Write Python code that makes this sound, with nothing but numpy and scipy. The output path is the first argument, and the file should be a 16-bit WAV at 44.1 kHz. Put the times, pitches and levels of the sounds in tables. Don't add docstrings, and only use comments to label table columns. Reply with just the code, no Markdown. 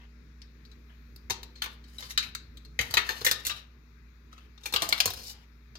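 import sys
import numpy as np
from scipy import signal
from scipy.fft import rfft, irfft, next_fast_len
from scipy.io import wavfile
from scipy.ndimage import uniform_filter1d, map_coordinates

SR = 44100
rng = np.random.default_rng(int(sys.argv[2]) if len(sys.argv) > 2 else 0)


def transcribe(u):
    v = np.clip(np.atleast_2d(u).T, -1, 1)
    q = np.round(v * 32767).astype(np.int16)
    wavfile.write(sys.argv[1], SR, q)


N = 255118


def amp(db):
    return 10 ** (np.asarray(db) / 20)


def unit(x):
    return x / np.sqrt(np.mean(x ** 2) + 1e-20)


def along(points, hz):
    f, v = np.transpose(points)
    return np.interp(np.log(hz + 1), np.log(f + 1), v)


def curve(rows):
    return np.interp(np.arange(N) / SR, *np.transpose(rows))


def wobble(knots_hz):
    knots = rng.standard_normal(int(N * knots_hz / SR) + 4)
    return map_coordinates(knots, [np.arange(N) * knots_hz / SR])


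def filtered(x, response):
    n = x.shape[-1]
    m = next_fast_len(n + 8192)
    return irfft(rfft(x, m) * response(np.fft.rfftfreq(m, 1 / SR)), m)[..., :n]


def patchy(depth_db):
    z = signal.stft(rng.standard_normal((2, N)), nperseg=512)[2]
    field = rng.standard_normal(z.shape[1:])
    field = uniform_filter1d(field, size=8, axis=0)
    field = uniform_filter1d(field, size=12, axis=1)
    return signal.istft(z * amp(depth_db * unit(field)), nperseg=512)[1][:, :N]


# frequency in Hz, left-right likeness (1 = identical).
PORT_LIKENESS = [(60, 0.98), (130, 0.87), (290, 0.63), (640, 0.65), (1400, 0)]


def paired(pair, spectrum):
    turn = lambda hz: np.arccos(np.clip(along(PORT_LIKENESS, hz), -1, 1)) / 2
    split = lambda hz: amp(along(spectrum, hz)) * [np.cos(turn(hz)), np.sin(turn(hz))]
    mid, side = filtered(pair, split)
    return np.array([mid + side, mid - side])


# frequency in Hz, level in dB rms before wobble and level changes.
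HUM_LINES = [(59.2, -53.5), (96.9, -81.5), (150.7, -69.5), (199.2, -75.5), (236.9, -67.5), (312.2, -78),
             (414.5, -80)]
# time in s, gain in dB.
FRIDGE_LEVEL = [(0, 2), (2.8, 3), (3.6, -0.5), (5.78, -0.5)]
# frequency in Hz, relative spectral level in dB.
RUMBLE_COLOUR = [(20, -42), (35, -21.5), (52, -7), (75, -9.5), (100, -14), (122, -10.5), (170, -18),
                 (240, -15), (290, -22), (420, -21.5), (545, -32.5), (700, -43.5), (900, -56)]
# frequency in Hz, relative spectral level in dB.
HISS_COLOUR = [(400, -40.5), (600, -3), (750, -5), (1000, 1.5), (1270, 5), (1700, 5), (2500, 5),
               (3000, -9.5), (3800, 0.5), (5000, -4.5), (6800, -9.5), (8000, -28.5), (10000, -29),
               (13000, -30.5), (16000, -38.5)]
# frequency in Hz, left over right in dB.
HISS_LEFT_OVER_RIGHT = [(600, 4), (1000, 3), (1350, 10), (1700, 24.5), (3000, 19.5), (5000, 19),
                        (7500, 16.5), (10000, 1), (15000, 0)]
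RUMBLE_RMS_DB, HISS_RMS_DB = -61.5, -66
HISS_FOLLOWS = .4


def fridge():
    t, level_db = np.arange(N) / SR, curve(FRIDGE_LEVEL)
    hum = 0
    for hz, rms_db in HUM_LINES:
        line_level = amp(rms_db + 3.0 + 0.4 * wobble(26))
        hum = hum + line_level * np.sin(2 * np.pi * hz * t + .5 * wobble(5.3))
    rumble = unit(paired(patchy(depth_db=2.8), RUMBLE_COLOUR))
    lean = lambda hz: amp(along(HISS_LEFT_OVER_RIGHT, hz))
    shares = lambda hz: [lean(hz), hz ** 0] / np.sqrt(1 + lean(hz) ** 2)
    hiss = unit(filtered(patchy(depth_db=1.2), lambda hz: amp(along(HISS_COLOUR, hz)) * shares(hz)))
    low = amp(level_db) * (hum + amp(RUMBLE_RMS_DB) * rumble)
    return low + amp(HISS_RMS_DB + HISS_FOLLOWS * level_db) * hiss


# time in s, level in dB rms.
FINE_HISS_LEVEL = [(0, -88), (1.0, -79), (3.6, -83.5), (5.78, -81)]


def fine_hiss():
    colour = [(8500, -29), (12500, 2), (15600, -2), (16100, -29)]  # Hz, dB
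    noise = filtered(rng.standard_normal((2, N)), lambda hz: amp(along(colour, hz)))
    return amp(curve(FINE_HISS_LEVEL)) * unit(noise)


# frequency in Hz, t60 in s.
KITCHEN_T60 = [(200, 1), (1000, 0.4), (4000, 0.34), (12000, 0.11)]


def kitchen(x):
    out, step = np.zeros((2, N + SR)), SR // 4
    delay = 30
    for start in range(0, N, step):
        hz, t, z = signal.stft(rng.standard_normal((2, SR // 2)), SR, nperseg=128)
        late = amp(-60 * t / along(KITCHEN_T60, hz)[:, None])
        early = 5 * amp(-60 * t / 0.032)
        tail = paired(signal.istft(z * (late + early), SR, nperseg=128)[1], [(20, 0)])
        tail = tail / np.linalg.norm(tail) * np.sqrt(2)
        wet = signal.fftconvolve(x[:, start:start + step], tail, axes=1)
        out[:, start + delay:][:, :wet.shape[1]] += wet
    return out[:, :N]


# frequency in Hz, left over right in dB.
NEAR_LEFT_OVER_RIGHT = [(60, 0.5), (99, 0.5), (160, 0.0), (270, -1.0), (450, 1.0), (740, 0.0), (1220, 3.0),
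                        (2010, 8.0), (3330, 9.0), (5500, 7.5), (9080, -1.5), (15000, -3.5)]
LAG_S = 19 / 44100


def ports(x):
    lag_rad = lambda hz: 2 * np.pi * hz * LAG_S / (1 + (900 / (hz + 1)) ** 4)
    half = lambda hz: amp(along(NEAR_LEFT_OVER_RIGHT, hz) / 2) * np.exp(-.5j * lag_rad(hz))
    size = lambda hz: np.sqrt(abs(half(hz)) ** 2 + abs(half(hz)) ** -2) / 2
    return filtered(x, lambda hz: np.array([half(hz), 1 / half(hz)]) / size(hz))


# nominal frequency in Hz, relative level in dB, t60 in s.
COUNTER_MODES = [(104, 1, 0.1), (139, -5, 0.041), (282, -6, 0.066)]
# start in s, relative level in dB.
THUMP_TIMES = [(1.3, -41.5), (2.175, -49.5), (2.792, -31), (2.808, -38), (2.938, -39), (3.212, -43.5),
               (3.31, -45), (3.466, -42.5), (4.738, -41), (4.82, -48), (5.056, -37), (5.103, -49)]


def thumps():
    out, t = np.zeros(N + SR), np.arange(SR // 4) / SR
    onset = (1 - np.exp(-t / 0.0027)) ** 2
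    for s, level_db in THUMP_TIMES:
        thud = 0
        for hz, db, t60_s in COUNTER_MODES:
            tone = np.sin(2 * np.pi * hz * t * rng.uniform(0.85, 1.07))
            thud = thud + amp(level_db + db - 60 * t / t60_s) * tone
        out[round(s * SR):][:len(t)] += thud * onset
    return out[:N]


# frequency in Hz, relative spectral level in dB.
RASP_COLOUR = [(1290, -39), (2200, -13.5), (2910, -6.5), (3160, -15), (3740, -0.5), (5030, 3.5),
               (8200, -9.5), (13700, -6), (16000, -16.5), (16500, -32)]
# frequency in Hz, relative spectral level in dB.
RUB_COLOUR = [(290, -44.5), (500, -11), (888, -4), (1570, -4.5), (1820, -1), (2170, -8.5), (3200, -1),
              (4160, -25.5), (7040, -120)]
# start in s, length in s, relative rasp level in dB, relative rub level in dB.
SLIDES = [(0, 0.049, -80, -63), (.89, .05, -90, -68.5), (1.622, .12, -64.5, -68), (1.881, .09, -67.5, -75),
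          (1.989, 0.12, -51.5, -56.5), (2.2, .09, -61, -58), (2.835, .12, -55, -55),
          (2.962, .45, -52.5, -56.5), (3.437, .14, -60.5, -63), (4.316, .14, -77, -67),
          (4.609, .12, -66.5, -66), (4.757, .32, -50, -50), (5.091, .13, -51, -62),
          (5.238, 0.085, -47.5, -65), (5.337, .1, -72, -65)]
GRIP_S, LIFT_S = .01, .015


def scrapes():
    grit = rng.standard_normal(N) * amp(3.5 * wobble(500) + 2.5 * wobble(70))
    rasp = unit(filtered(grit, lambda hz: amp(along(RASP_COLOUR, hz))))
    rub = unit(filtered(grit, lambda hz: amp(along(RUB_COLOUR, hz))))
    t, out = np.arange(N) / SR, np.zeros(N)
    for s, length_s, rasp_db, rub_db in SLIDES:
        before, after = np.maximum(s - t, 0), np.maximum(t - s - length_s, 0)
        pressure = amp(-20 * (before / GRIP_S + after / LIFT_S))
        out += pressure * (amp(rasp_db) * rasp + amp(rub_db) * rub)
    return out


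def resonance(f, centre_hz, width_hz):
    return 1j * f * width_hz / (centre_hz ** 2 - f * f + 1j * f * width_hz)


# frequency in Hz, relative spectral level in dB.
RATTLE_COLOUR = [(180, -54.5), (300, -11.5), (496, -11), (587, -24.5), (705, -12.5), (1600, -8),
                 (1830, -7.5), (3190, -6), (3840, 3.5), (6340, -3), (8300, -12.5), (14900, -6.5),
                 (16500, -36)]
# nominal frequency in Hz, level in dB over the rattle colour,
# t60 in s at the loosest grip.
RING_MODES = [(498.5, -2.5, 0.15), (694, -13, 0.15), (860, -7.5, 0.055), (1204, -5.5, 0.21),
              (1440, -10.5, 0.057), (1790, 6.5, 0.05), (2380, 1.5, 0.052), (2520, 0.5, 0.027),
              (2725, -4, 0.29), (3180, 12, 0.027), (3820, -8, .07), (3975, -5, .09), (4395, -6, .11),
              (4937, -28, .12), (6260, -5.5, .1), (6270, 2, 0.14), (7830, 11.5, 0.047), (9050, -19.5, 0.15),
              (10330, -8, 0.1), (12000, -6.5, 0.076), (16000, 8, 0.046)]
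REGISTERS_HZ = [700, 2000, 4500, 10000]
LOW_SPOT_HZ, HIGH_SPOT_HZ = 2210, 4100
CLACK_DB, RING_DB = (-1, -7), (-9.5, -4.5)
LIGHT_DB, THINS = -28.5, 0.35
TURN_DB = 0.5


def contact(strength_db, weight_db, sharp_db, ping_hz, knock_hz, t60_s, ping_db, t):
    t60_s = np.clip(t60_s, .01, .3)

    noise = unit(filtered(rng.standard_normal(len(t)), lambda hz: amp(along(RATTLE_COLOUR, hz))))
    steps = np.repeat(rng.standard_normal(len(t) // 64 + 1), 64)[:len(t)]
    bounces = amp(2.5 * steps)
    dying = 4 * amp(-60 * t / 0.0051) + amp(-60 * t / t60_s) + 0.036 * amp(-60 * t / 0.3)
    onset = 1 - np.exp(-t / (0.0029 * t60_s))
    rattle = noise * bounces * dying * onset

    flutter = np.interp(t, t[::400], rng.standard_normal(len(t[::400])))
    free = (t60_s / 0.3) ** .6
    ring = 0
    for hz, db, life_s in RING_MODES:
        level_db = db + along(RATTLE_COLOUR, hz) + rng.normal(0, 3.4)
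        tone = np.sin(2 * np.pi * (hz * rng.normal(1, 0.004) * t + rng.random()))
        ring = ring + amp(level_db - 60 * t / (life_s * free)) * tone
    ring = ring * onset * amp(1.3 * flutter)

    knock = lambda f, width_hz: 1 + 2.4 * resonance(f, knock_hz, width_hz)
    spot = lambda f: knock(f, 80) + amp(ping_db) * resonance(f, ping_hz, 210)
    sound = filtered(rattle, spot) + 0.36 * filtered(ring, lambda f: knock(f, 120))

    clack_db = np.interp(ping_hz, [LOW_SPOT_HZ, HIGH_SPOT_HZ], CLACK_DB)
    clack_db = clack_db - THINS * max(LIGHT_DB - strength_db, 0)
    ring_db = np.interp(ping_hz, [LOW_SPOT_HZ, HIGH_SPOT_HZ], RING_DB)
    register_db = strength_db + np.array([weight_db, clack_db, ring_db, sharp_db])
    left_db = TURN_DB * rng.standard_normal()
    out = np.zeros((2, len(t)))
    aimed = [0, 1, 1, 1]
    for own, db, aim in zip(np.eye(len(REGISTERS_HZ)), register_db, aimed):
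        share = np.transpose([REGISTERS_HZ, own])
        part = filtered(sound, lambda hz: along(share, hz) ** 0.58)
        out += amp(db + aim * left_db * np.array([[.5], [-.5]])) * part / np.abs(part).max()
    return out


# start in s, strength in dB, weight in dB re strength, sharpness in dB re strength,
# pitch of the struck spot in Hz, knock in Hz, rattle t60 in s, emphasis of the pitch in dB.
TOUCHES = [(0.4179, -36, -41, -14, 4800, 423, 0.02, 32), (0.6514, -43, -40, -15, 4620, 1430, 0.047, 18),
           (0.7153, -42, -35, -18, 3860, 423, 0.084, 2), (1.1613, -38, -37.5, -3.5, 4410, 428, 0.02, 19),
           (1.2994, -18.5, -11, -7, 4100, 423, 0.022, -2.5),
           (1.3044, -18.5, -15, -3, 4430, 880, 0.071, -11), (1.4311, -29, -24, -5, 3970, 921, 0.036, 11),
           (1.5549, -39.5, -32, -27, 4250, 455, 0.18, 3), (1.6197, -15, -43.5, -12, 3190, 1450, 0.047, -1),
           (1.6394, -26.5, -13, -2, 2290, 1150, 0.065, 16), (1.6601, -27, -10, -11, 1860, 891, 0.041, 8),
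           (1.8397, -44, -23, -19, 4390, 423, 0.16, 3), (1.9834, -32.5, -32, -6, 3910, 493, 0.02, 22),
           (2.0243, -31.5, -17, -23, 4460, 1060, 0.18, -9), (2.1071, -28, -57, -5, 3820, 1450, 0.091, -7),
           (2.176, -8.5, -29, -13.5, 3940, 1410, 0.08, 6.5),
           (2.2273, -26.5, -43, -11.5, 2540, 1250, 0.13, 16.5),
           (2.3501, -20, -52.5, -10, 4160, 1410, 0.03, 10),
           (2.5716, -36.5, -31.5, -10.5, 3850, 423, 0.022, 11.5),
           (2.6494, -40.5, -26.5, -15, 4260, 423, 0.039, 10),
           (2.7906, -12, -18, -14.5, 2050, 479, 0.051, 22),
           (2.8104, -22.5, -14.5, -2.5, 2040, 700, 0.068, 2),
           (2.9093, -30.5, -9.5, 1.5, 4380, 1410, 0.032, 11.5),
           (2.9397, -14.5, -9, -3.5, 3970, 705, 0.064, 14.5),
           (2.9701, -8.5, -23, -13.5, 1810, 1400, 0.068, 11.5),
           (3.0899, -19, -11.5, -9.5, 1800, 883, 0.17, 3.5), (3.2146, -28, -7.5, -9, 4240, 433, 0.027, 8.5),
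           (3.247, -17.5, -30, 3, 1840, 1300, 0.15, 9.5),
           (3.2645, -10.5, -18.5, -4.5, 1810, 484, 0.085, 10), (3.3124, -9, -22, -5, 3840, 1250, 0.05, 0),
           (3.4504, -24.5, -33.5, -1.5, 3780, 1200, 0.17, 7),
           (3.467, -17.5, -22.5, 1.5, 4550, 1250, 0.09, -4),
           (3.4955, -22, -20.5, -14.5, 2730, 1250, 0.11, 4),
           (3.5628, -35.5, -22, -10, 2900, 1320, 0.17, 6.5),
           (4.3281, -44.5, -4, -11.5, 3950, 1270, 0.074, 6.5),
           (4.3789, -41, -9.5, -20, 2620, 1270, 0.05, 11.5), (4.5775, -41, -15, -30, 3770, 1240, 0.05, 0.5),
           (4.6344, -38.5, -18, -6, 3870, 1250, 0.18, 8), (4.6568, -26, -13, -2.5, 2410, 826, 0.093, 3.5),
           (4.7247, -30, -9, 3, 4150, 821, 0.047, 6), (4.7381, -15, -11, -1, 2240, 1210, 0.061, 6),
           (4.7611, -8.5, -26.5, -14, 2920, 1200, 0.032, 10), (4.8199, -15.5, -12, -3, 2750, 996, 0.11, 0),
           (4.8898, -24.5, -10.5, 8, 4990, 689, 0.031, 3.5), (4.9257, -7, -23, -14.5, 2270, 1340, 0.02, 7),
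           (4.9791, -28, -26, -8, 2230, 1410, 0.02, 8), (5.003, -3, -35, -10.5, 4940, 697, 0.042, -2.5),
           (5.0569, -14, -15.5, 4, 4410, 495, 0.04, 3), (5.0754, -22, -12, -0.5, 4370, 1050, 0.079, 2),
           (5.1034, -25, -16.5, -2, 3870, 700, 0.046, 3), (5.1362, -29, -15.5, 3.5, 3890, 719, 0.06, 5),
           (5.7538, -34.5, -12.5, -16, 4880, 1350, 0.06, 14.5)]


def tongs():
    out, t = np.zeros((2, N + SR)), np.arange(SR // 4) / SR
    for s, *touch in TOUCHES:
        out[:, round(s * SR):][:, :len(t)] += contact(*touch, t)
    return out[:, :N]


def scene():
    near = tongs() + thumps() + scrapes()
    return ports(amp(-5.0) * near + amp(-2.0) * kitchen(near)) + fridge() + fine_hiss()


def record(dry):
    top_hz = 16600
    return filtered(dry, lambda hz: hz < top_hz)


dry = scene()
out = record(dry)
transcribe(out)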